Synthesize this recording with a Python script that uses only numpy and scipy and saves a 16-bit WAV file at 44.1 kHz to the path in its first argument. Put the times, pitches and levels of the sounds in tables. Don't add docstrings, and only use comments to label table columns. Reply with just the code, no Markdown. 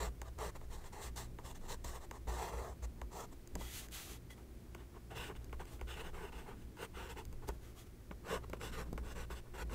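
import sys
import numpy as np
from scipy import signal
from scipy.fft import rfft, irfft
from scipy.io import wavfile
from scipy.ndimage import uniform_filter1d

SR = 44100
rng = np.random.default_rng(int(sys.argv[2]) if len(sys.argv) > 2 else 0)


def magnitude_from_level(level_db):
    exponent = np.asarray(level_db, float) / 20
    return 10 ** exponent


def put_to_file(sound):
    columns = np.atleast_2d(sound).T
    safe = np.clip(columns, -1, 1)
    whole_steps = np.round(safe * 32767)
    wavfile.write(sys.argv[1], SR, whole_steps.astype(np.int16))


N = 429534
TIME = np.arange(N) / SR

# (start [s], speeding up [s], slowing down [s], tip hiss [dB], book minus tip [dB],
# pointedness of the speed arch [exponent])
STROKES = [(0.0, 0.004, 0.092, -51.5, 9, 0.69), (0.24, 0.043, 0.013, -63.5, 11.5, 1),
           (0.379, 0.084, 0.045, -53.5, 10, 0.56), (0.545, .017, 0.019, -61.5, 10.5, 1.1),
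           (0.602, 0.034, .025, -71, 8.5, .8), (0.697, 0.039, 0.076, -58, 3.5, 0.83),
           (0.803, 0.011, 0.027, -66, 6, .6), (0.83, 0.037, .028, -62.5, 4, .5),
           (0.92, 0.013, .045, -60.5, 7, 0.84), (0.95, 0.06, .03, -61, 11, 0.43),
           (0.985, 0.061, 0.061, -49.5, 0.5, 1.27), (1.156, 0.022, 0.1, -53.5, -0.5, 0.72),
           (1.395, .015, .03, -83, 15, .4), (1.434, 0.039, 0.063, -54.5, 1.5, 0.71),
           (1.544, 0.011, .035, -60.5, 0.5, 1), (1.606, 0.11, .04, -62.5, 7.5, 0.67),
           (1.671, 0.044, 0.047, -48.5, 2.5, 0.95), (1.84, 0.0084, 0.11, -54, 0.5, 0.41),
           (1.89, 0.061, 0.045, -58.5, 7, 0.66), (2.0, 0.046, 0.014, -63, 6, 0.59),
           (2.113, 0.042, 0.031, -65.5, 10, 0.53), (2.27, .03, .1, -55, 10.5, 0.54),
           (2.3, 0.1, 0.12, -53.5, 8.5, 0.49), (2.5, .08, 0.16, -60.5, 12.5, 0.44),
           (2.818, 0.027, 0.02, -54.5, 4.5, 1.4), (2.96, 0.043, .03, -82.5, 16, .4),
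           (3.107, 0.03, .03, -61.5, 7.5, 0.85), (3.13, 0.082, 0.05, -57, 8, 0.59),
           (3.307, 0.023, 0.015, -64, 3.5, 1.2), (4.77, .04, 0.036, -74, 12.5, .4),
           (4.929, 0.039, 0.022, -75.5, 19.5, 1.1), (5.101, .015, .05, -67, 13.5, .5),
           (5.147, 0.031, 0.1, -57, 6.5, 0.37), (5.2, 0.048, 0.062, -56, 5, 0.81),
           (5.27, 0.041, .022, -69, 20, 0.72), (5.35, .017, .015, -63.5, 3, 1.5),
           (5.385, 0.026, .08, -80, 8, 0.45), (5.591, .013, 0.037, -64, 15.5, 0.9),
           (5.64, 0.039, .025, -69, 5, 0.69), (5.867, 0.048, .065, -55.5, 3.5, 0.92),
           (5.95, 0.056, 0.037, -61, 10.5, 0.51), (6.02, 0.042, 0.044, -64.5, 12.5, 0.34),
           (6.13, 0.084, 0.087, -64.5, 13.5, 0.33), (6.32, 0.011, 0.13, -64.5, 9.5, 0.43),
           (6.449, 0.037, 0.077, -67.5, 17, 1.16), (6.55, .07, 0.026, -76.5, 5, 0.45),
           (6.767, 0.066, 0.035, -57.5, 8.5, 0.67), (6.932, 0.059, .11, -61.5, 9.5, 0.66),
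           (7.085, 0.017, 0.041, -58, 5.5, 0.83), (7.156, 0.032, 0.042, -61.5, 10, 0.84),
           (7.415, 0.024, 0.023, -70.5, 17.5, 1), (8.225, 0.12, 0.052, -51.5, 12.5, 1.5),
           (8.415, 0.029, 0.0092, -71.5, 17.5, 1.2), (8.563, 0.0088, 0.0092, -68, 8, 1.1),
           (8.598, 0.052, 0.062, -54.5, 5, 0.65), (8.715, 0.026, 0.09, -59, 4, .4),
           (8.748, 0.053, 0.045, -59, 10, .4), (8.838, 0.034, .025, -76, 14.5, .4),
           (9.026, 0.047, 0.044, -66, 10, .5), (9.05, 0.07, 0.022, -56.5, 2, 1.2),
           (9.15, 0.044, 0.062, -60.5, 9.5, 0.29), (9.297, .013, 0.05, -57, 7, 0.86),
           (9.34, 0.042, 0.024, -62, 3.5, .4), (9.44, 0.028, 0.028, -81, 18.5, 0.55),
           (9.535, 0.03, .05, -62.5, 10, 0.47), (9.56, 0.055, 0.025, -58.5, 8, 0.53),
           (9.692, 0.057, .03, -55.5, 9, 0.89)]
# (frequency [Hz], nominal width [Hz], relative level in each of three grips [dB] x 3)
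TIP = [(4770, 1320, -3.5, -4.5, -6), (5460, 400, 0, -3.5, -2.5), (6120, 176, 2.5, -3, -4),
       (6800, 680, 0.5, -5.5, -8.5), (7620, 700, 1.5, -3.5, -4.5), (8580, 690, -1, -4, -7),
       (9410, 500, -7, -10, -15), (10410, 460, -5.5, -8.5, -9.5), (11500, 340, -9, -11.5, -14),
       (12050, 370, -7, -14, -13), (13200, 290, -22, -10, -9), (14270, 150, -29, -3, -29),
       (14430, 590, -5, -5, -13), (15500, 450, -15, -14, -26)]
CONE = [(2826, 247, 2, 2.5, 1.5), (3115, 160, 0, -5.5, -7.5), (3427, 167, 3.5, -3.5, -1.5),
        (3930, 580, 3, -11.5, -8)]
BARREL = [(1466, 87, 3.5, 3.5, 7), (1796, 400, 3, -8.5, -4.5), (2170, 83, -3.5, -2, 2),
          (2330, 1130, -33, -10, -6.5)]
BOOK = [(383, 100, 1.5, 4.5, 2.5), (485, 152, 2.5, 3, 4), (637, 182, 0.5, -2.5, -1.5),
        (907, 190, 3.5, 2, 0), (1049, 223, 2.5, 1, 1.5), (1216, 230, -2.5, -3, -1.5)]
GRIP_CHANGES = [4.2, 7.6]
SPEED_LAW = [1., 1, 0.88, 0.85]
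# (time [s], cone minus tip [dB], barrel minus tip [dB])
TILT = [(0.0, -2, -3.5), (0.45, -3, -4.5), (0.75, -4, -4.5), (1.2, -4, -6), (1.7, -3.5, -7),
        (1.95, -4.5, -6.5), (2.3, -4, -4.5), (2.5, -2, -4.5), (2.7, -7, -4.5), (3.2, -5.5, -10),
        (4.75, 6, 3), (5.2, 5.5, 1.5), (5.6, 4, 3), (5.92, 8, 1.5), (6.05, 6, 3), (6.2, 2, 4),
        (6.33, 6.5, 0), (6.5, 4, 3.5), (6.83, 2.5, 1), (7.0, 7.5, 3.5), (7.2, 3, 0.5), (8.3, 2.5, 2),
        (8.65, 2.5, -3), (8.73, 4, 3.5), (8.82, -1, 1), (9.11, 2.5, -1), (9.2, 2, 3), (9.35, 3, 1),
        (9.6, 1, 3.5), (9.74, 2, 0)]
DRAG_DESK = [-13.5, -8.5, -7]
# (frequency [Hz], nominal width [Hz], relative level [dB])
DESK = [(57.8, 5.4, 7), (76, 8.5, -18), (107, 9.8, -19), (175.8, 14.3, -12), (268, 167, -18)]
# (time [s], boom [dB], upper desk modes [dB], sway [dB])
ARM = [(0.0, -48, -55, -48), (0.3, -47.5, -67.5, -58), (0.7, -56.5, -64.5, -52), (1.3, -53.5, -59.5, -54),
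       (1.8, -59, -63, -47), (2.5, -48, -61.5, -67), (3.3, -57.5, -61.5, -57), (3.5, -59.5, -64.5, -53),
       (3.56, -56, -50.5, -56), (3.66, -54, -63.5, -53), (3.8, -54.5, -63, -52.5), (4.4, -51.5, -62, -70),
       (5.1, -65, -63, -67), (5.35, -51, -59.5, -55.5), (6.1, -53.5, -63, -53.5), (6.5, -53, -56.5, -54),
       (6.75, -62, -62, -65), (7.3, -50.5, -61, -49), (7.95, -63, -66.5, -69), (8.25, -56, -61, -58),
       (8.35, -53.5, -53, -51), (8.45, -49, -63, -56.5), (8.7, -52, -57, -53), (8.95, -51, -53, -48),
       (9.2, -50, -61, -52), (9.5, -59, -65.5, -54), (9.74, -43.5, -52, -58)]
# (time [s], approximate peak [dB])
JOLTS = [(0.0, -37), (0.071, -38), (0.391, -43), (1.061, -43), (1.18, -49), (1.45, -50), (1.852, -39.5),
         (2.109, -47), (2.279, -32), (2.701, -36.5), (2.83, -33.5), (3.02, -39), (3.14, -51), (3.539, -38),
         (3.95, -44), (4.678, -46), (5.188, -41), (5.66, -42), (5.82, -37), (6.12, -46), (6.95, -44.5),
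         (7.26, -48), (7.49, -35), (8.38, -48), (8.529, -40), (9.068, -43), (9.311, -38), (9.612, -39),
         (9.709, -41)]
# (frequency [Hz], relative density [dB per Hz])
ROOM = [(18, -27.5), (30, 0), (81, -3), (138, -10.5), (170, -27), (355, -14.5), (512, -23), (760, -27),
        (844, -29), (1010, -29.5), (1760, -32), (2290, -33), (2750, -36), (12300, -40), (16000, -39.5)]
# (frequency [Hz], nominal rms level [dB])
HUM = [(59.2, -65), (118.4, -64.5), (177.6, -83.5), (231.5, -75), (349.9, -74.5)]
# (time [s], book blow [dB], then barrel, tip and desk blows minus book blow [dB] x 3)
TAPS = [(0.216, -35.5, -9.5, -11, -12), (0.387, -36.5, -17, -15, -16), (0.551, -50, -16, -19, -13),
        (0.612, -43.5, -16, -24, -15), (0.841, -49, -5.5, -15, -9), (0.928, -53, -14, -16, -12),
        (1.161, -51, -6, 1, -5), (1.386, -37.5, -12, -27, -23), (1.451, -42, -14, -19, -16),
        (1.845, -41, -10, -4.5, 2), (2.111, -34.5, -9.5, -13.5, -16), (2.276, -36.5, -15, -27, -7),
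        (2.824, -48, -11, -16, -12), (3.015, -34.5, -11, -19.5, -18), (3.474, -57.5, -6, 5.5, -2),
        (3.553, -38.5, -8, -3.5, -21), (3.556, -52.5, -3, 2, 17), (3.609, -36.5, -29, -18, -16),
        (3.885, -60, 4, 5, -6), (3.921, -64, -5, 9, -2), (4.304, -50, -7, -18, -9),
        (4.379, -56, -5, -14, -2), (4.748, -38.5, -9.5, -11, -12), (5.111, -61, -7, -18, -8),
        (5.298, -35, -21, -27, -18), (5.352, -49.5, -7, -16, -4), (5.444, -59, -6, 8, -3),
        (5.495, -62, 1, -9, -6), (5.528, -34.5, -13, -21, -21), (5.596, -55, -6, -13, -9),
        (5.654, -52, -7, -3, -9), (5.794, -51, -6, -20, -15), (5.812, -35, -10.5, -16, -20),
        (6.134, -61, -9, -18, -7), (6.327, -51, -6, -18, -9), (6.769, -45, -18, -16, -13),
        (7.172, -41, -10, -25, -13), (7.252, -55.5, -6, 7.5, -3), (7.327, -46.5, -14, -7, -10),
        (7.488, -28.5, -22, -12, -11), (8.111, -36, -11.5, -29, 0), (8.498, -46.5, -13, -2, 9),
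        (8.532, -30, -12, -19, -4), (8.613, -40, -4.5, -17, -15), (8.929, -42, -20, -6, 7),
        (8.977, -31.5, -13.5, -18, -10), (9.301, -36.5, -25, -24, -15), (9.544, -53, -6, -20, -11),
        (9.696, -46, -9, -17, -13)]
# (frequency [Hz], width [Hz], gain [dB])
LENGTHWISE = (2280, 410, 15.6)
# (time [s], blow [dB])
BUMPS = [(3.536, -47), (3.562, -29), (3.589, -40), (7.492, -57), (7.522, -41), (8.552, -53), (8.929, -25)]
# (start [s], speeding up [s], slowing down [s], hiss [dB],
# dull part minus hiss [dB], pointedness of the speed arch [exponent])
SLIDES = [(3.562, .058, .062, -55, -4.5, 1), (3.6, 0.14, .05, -53, -10, 0.55),
          (3.7, 0.09, 0.039, -47.5, -18, 0.75), (3.788, .04, .046, -56, -5, .5),
          (3.907, 0.035, 0.23, -50, -12, 0.76), (4.03, 0.073, 0.081, -55, -3, 0.55),
          (4.297, .01, 0.046, -60, -3.5, 0.94), (4.355, 0.026, 0.08, -72, 9.5, 1.2),
          (5.672, 0.065, 0.051, -61.5, -1, 1), (7.466, 0.02, 0.009, -52, 4, 1.8),
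          (7.495, .03, 0.041, -71, 7, 0.26), (7.61, .046, .074, -67.5, -2, .5),
          (7.745, 0.047, 0.072, -60, -3.5, 1.05), (7.858, 0.014, .011, -66, 0, .8)]
# (frequency [Hz], relative density [dB per Hz])
SKIN = [(710, -23), (1200, -2), (3290, 3.5), (5470, -2), (6160, 2.5), (9930, -2), (12100, -1), (15200, -5),
        (16000, -10)]
# (frequency [Hz], width of each filter pass [Hz],
# relative level [dB])
BARREL_WHISTLE = [(1986, 140, 7.5), (3324, 83, 8.5)]
# (start [s], rise [s], fall [s], level [dB])
SQUEAKS = [(3.6, .02, 0.12, -63), (3.83, .02, .02, -72), (4.12, .04, .02, -69), (4.297, .008, .04, -63),
           (7.77, .025, .04, -72)]

BARREL_WITH_BOOK = 0.4
SKID_DB, SKID_S, SKID_BOOK_DB = -33.5, 0.024, 15
ROOM_DB = -57
WHISTLE_DB = -15
DULL_LAW = 0.71


def unit(x):
    return x / np.sqrt(np.mean(x ** 2))


def ring(x, hz, width):
    return signal.lfilter(*signal.iirpeak(hz, hz / width, fs=SR), x)


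def colour(points):
    hz, db = np.transpose(points)
    f = np.arange(N // 2 + 1) * SR / N + 1
    gain = magnitude_from_level(np.interp(np.log(f), np.log(hz), db))
    return unit(irfft(rfft(rng.standard_normal(N)) * gain, N))


def walk(rate):
    hold = int(SR / rate)
    steps = np.repeat(rng.standard_normal(N // hold + 1), hold)
    return uniform_filter1d(uniform_filter1d(steps, hold), hold)[:N]


def arch(start, rise, fall, pointed):
    span = slice(int(start * SR), int((start + rise + fall) * SR))
    ramp = np.interp(TIME[span] - start, [0, rise, rise + fall], [0, 1, 0])
    return span, ramp ** pointed


def body(force, modes, damp=1., roam_db=0.):
    grip = np.searchsorted(GRIP_CHANGES, TIME)
    out = np.zeros(N)
    for k, (hz, width, *db) in enumerate(modes):
        gain = magnitude_from_level(np.array(db)[grip] + roam_db * walk(22))
        out += (-1) ** k * gain * ring(force, hz, width * damp)
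    return out, grip


def rubbed(force, modes, damp, roam_db):
    out, grip = body(force, modes, damp, roam_db)
    return out / np.sqrt(np.bincount(grip, out ** 2) / np.bincount(grip))[grip]


def fibres(spread_db, patchy_db):
    return rng.standard_normal(N) * magnitude_from_level(spread_db * rng.exponential(size=N) + patchy_db * walk(60))


def pencil():
    drag = fibres(spread_db=2.0, patchy_db=2.06)
    tip, cone, barrel, book = (rubbed(drag, modes, 1., roam_db=1.6) for modes in (TIP, CONE, BARREL, BOOK))
    grip = np.searchsorted(GRIP_CHANGES, TIME)
    under = unit(ring(drag, 167.6, 25.) + magnitude_from_level(-5) * ring(drag, 108.0, 30.))
    book = book + under * magnitude_from_level(DRAG_DESK)[grip]

    skids = [(s, .005, SKID_S, db + SKID_DB, SKID_BOOK_DB, 1.2) for s, db, *_ in TAPS]
    gains = np.zeros((4, N))
    for start, rise, fall, db, book_db, pointed in STROKES + skids:
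        span, speed = arch(start, rise, fall, pointed)
        rel_db = [0, 0, BARREL_WITH_BOOK * book_db, book_db]
        stroke = [magnitude_from_level(db + rel) * speed ** law for rel, law in zip(rel_db, SPEED_LAW)]
        gains[:, span] = np.maximum(gains[:, span], stroke)
    s, *tilt_db = np.transpose(TILT)
    gains[1:3] *= magnitude_from_level([np.interp(TIME, s, db) for db in tilt_db])
    return np.sum(uniform_filter1d(gains, size=132) * [tip, cone, barrel, book], axis=0)


def desk():
    tremor = ring(rng.standard_normal(N), 95.0, 206.0)
    modes = [magnitude_from_level(db) * ring(tremor, hz, width) for hz, width, db in DESK]
    boom = modes[0] - modes[1]
    upper = modes[2] - modes[3] + modes[4]
    sway = rng.standard_normal(N)
    for _ in range(3):
        sway = ring(sway, 18.7, 14.5)
    s, *columns = np.transpose(ARM)
    out = sum(magnitude_from_level(np.interp(TIME, s, db)) * unit(part) for db, part in zip(columns, (boom, upper, sway)))

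    s, db = np.transpose(JOLTS)
    push = np.zeros(N)
    push[(s * SR).astype(int)] = -magnitude_from_level(db)
    push = uniform_filter1d(uniform_filter1d(push, size=200), size=200)
    hz, width, _ = DESK[0]
    return out + ring(push, hz, width) * SR / (2 * np.pi * width)


def room():
    hum = sum(np.sqrt(2) * magnitude_from_level(db + 5.1 * walk(6)) * np.sin(2 * np.pi * hz * TIME) for hz, db in HUM)
    return magnitude_from_level(ROOM_DB + 0.17 * walk(8.4)) * colour(ROOM) + hum


def taps():
    s, db, *rel_db = np.transpose(TAPS)
    blows = np.zeros((4, N))
    blows[:, (s * SR).astype(int)] = -magnitude_from_level(db + np.array([0 * db, *rel_db]))
    s, db = np.transpose(BUMPS)
    blows[3, (s * SR).astype(int)] += magnitude_from_level(db)

    push = np.r_[np.zeros(20), np.hanning(19)]
    book, barrel = (np.convolve(b, push)[:N] for b in blows[:2])
    knock = magnitude_from_level(10.5) * np.roll(body(book, BOOK, damp=1.0)[0], 30)

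    along_hz, width, along_db = LENGTHWISE
    click = magnitude_from_level(-1.5) * barrel
    click += magnitude_from_level(16.5) * body(barrel, BARREL + CONE, damp=2.6)[0]
    click += magnitude_from_level(along_db) * ring(barrel, along_hz, width)
    click = click - 0.11 * np.roll(click, 64)

    crack = rng.standard_normal(160) * np.exp(-np.arange(160) / (.001 * SR))
    tick = magnitude_from_level(12.5) * body(np.convolve(blows[2], crack)[:N], TIP, damp=1.3)[0]

    slow = np.convolve(blows[3], np.hanning(60))[:N]
    boom = magnitude_from_level(17.5) * sum(magnitude_from_level(db) * ring(slow, hz, 2.0 * width) for hz, width, db in DESK[1:])
    return knock + click + tick + boom


def hand():
    dull = rubbed(rng.standard_normal(N), BOOK, 2.23, roam_db=1.5)
    rub = rng.standard_normal(N)
    whistle = unit(sum(magnitude_from_level(db) * ring(ring(rub, hz, width), hz, width) for hz, width, db in BARREL_WHISTLE))
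    hiss = colour(SKIN) * magnitude_from_level(1.2 * walk(30)) + magnitude_from_level(WHISTLE_DB + 3 * walk(15)) * whistle

    gains = np.zeros((2, N))
    for start, rise, fall, db, dull_db, pointed in SLIDES:
        span, speed = arch(start, rise, fall, pointed)
        slide = [magnitude_from_level(db) * speed, magnitude_from_level(db + dull_db) * speed ** DULL_LAW]
        gains[:, span] = np.maximum(gains[:, span], slide)
    squeak = np.zeros(N)
    for start, rise, fall, db in SQUEAKS:
        span, speed = arch(start, rise, fall, 0.63)
        squeak[span] = magnitude_from_level(db) * speed
    return np.sum(uniform_filter1d(gains, size=132) * [hiss, dull], axis=0) + squeak * whistle


def walls(near):
    lag = np.arange(SR // 4) / SR
    tail = rng.standard_normal(len(lag)) * magnitude_from_level(-60 * lag / 0.15) * (lag > .004)
    return ring(signal.fftconvolve(near, tail / np.linalg.norm(tail))[:N], 860.0, 2900.0)


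def scene():
    near = pencil() + taps() + hand()
    return np.tile(near + magnitude_from_level(-18.0) * walls(near) + desk() + room(), (2, 1))


def roll_off(x):
    return signal.sosfilt(signal.butter(12, 16460, fs=SR, output="sos"), x)


def record(dry):
    top_cut = signal.ellip(12, .2, 60, 15720, fs=SR, output="sos")
    return roll_off(signal.sosfilt(top_cut, dry))


dry = scene()
out = record(dry)
put_to_file(out)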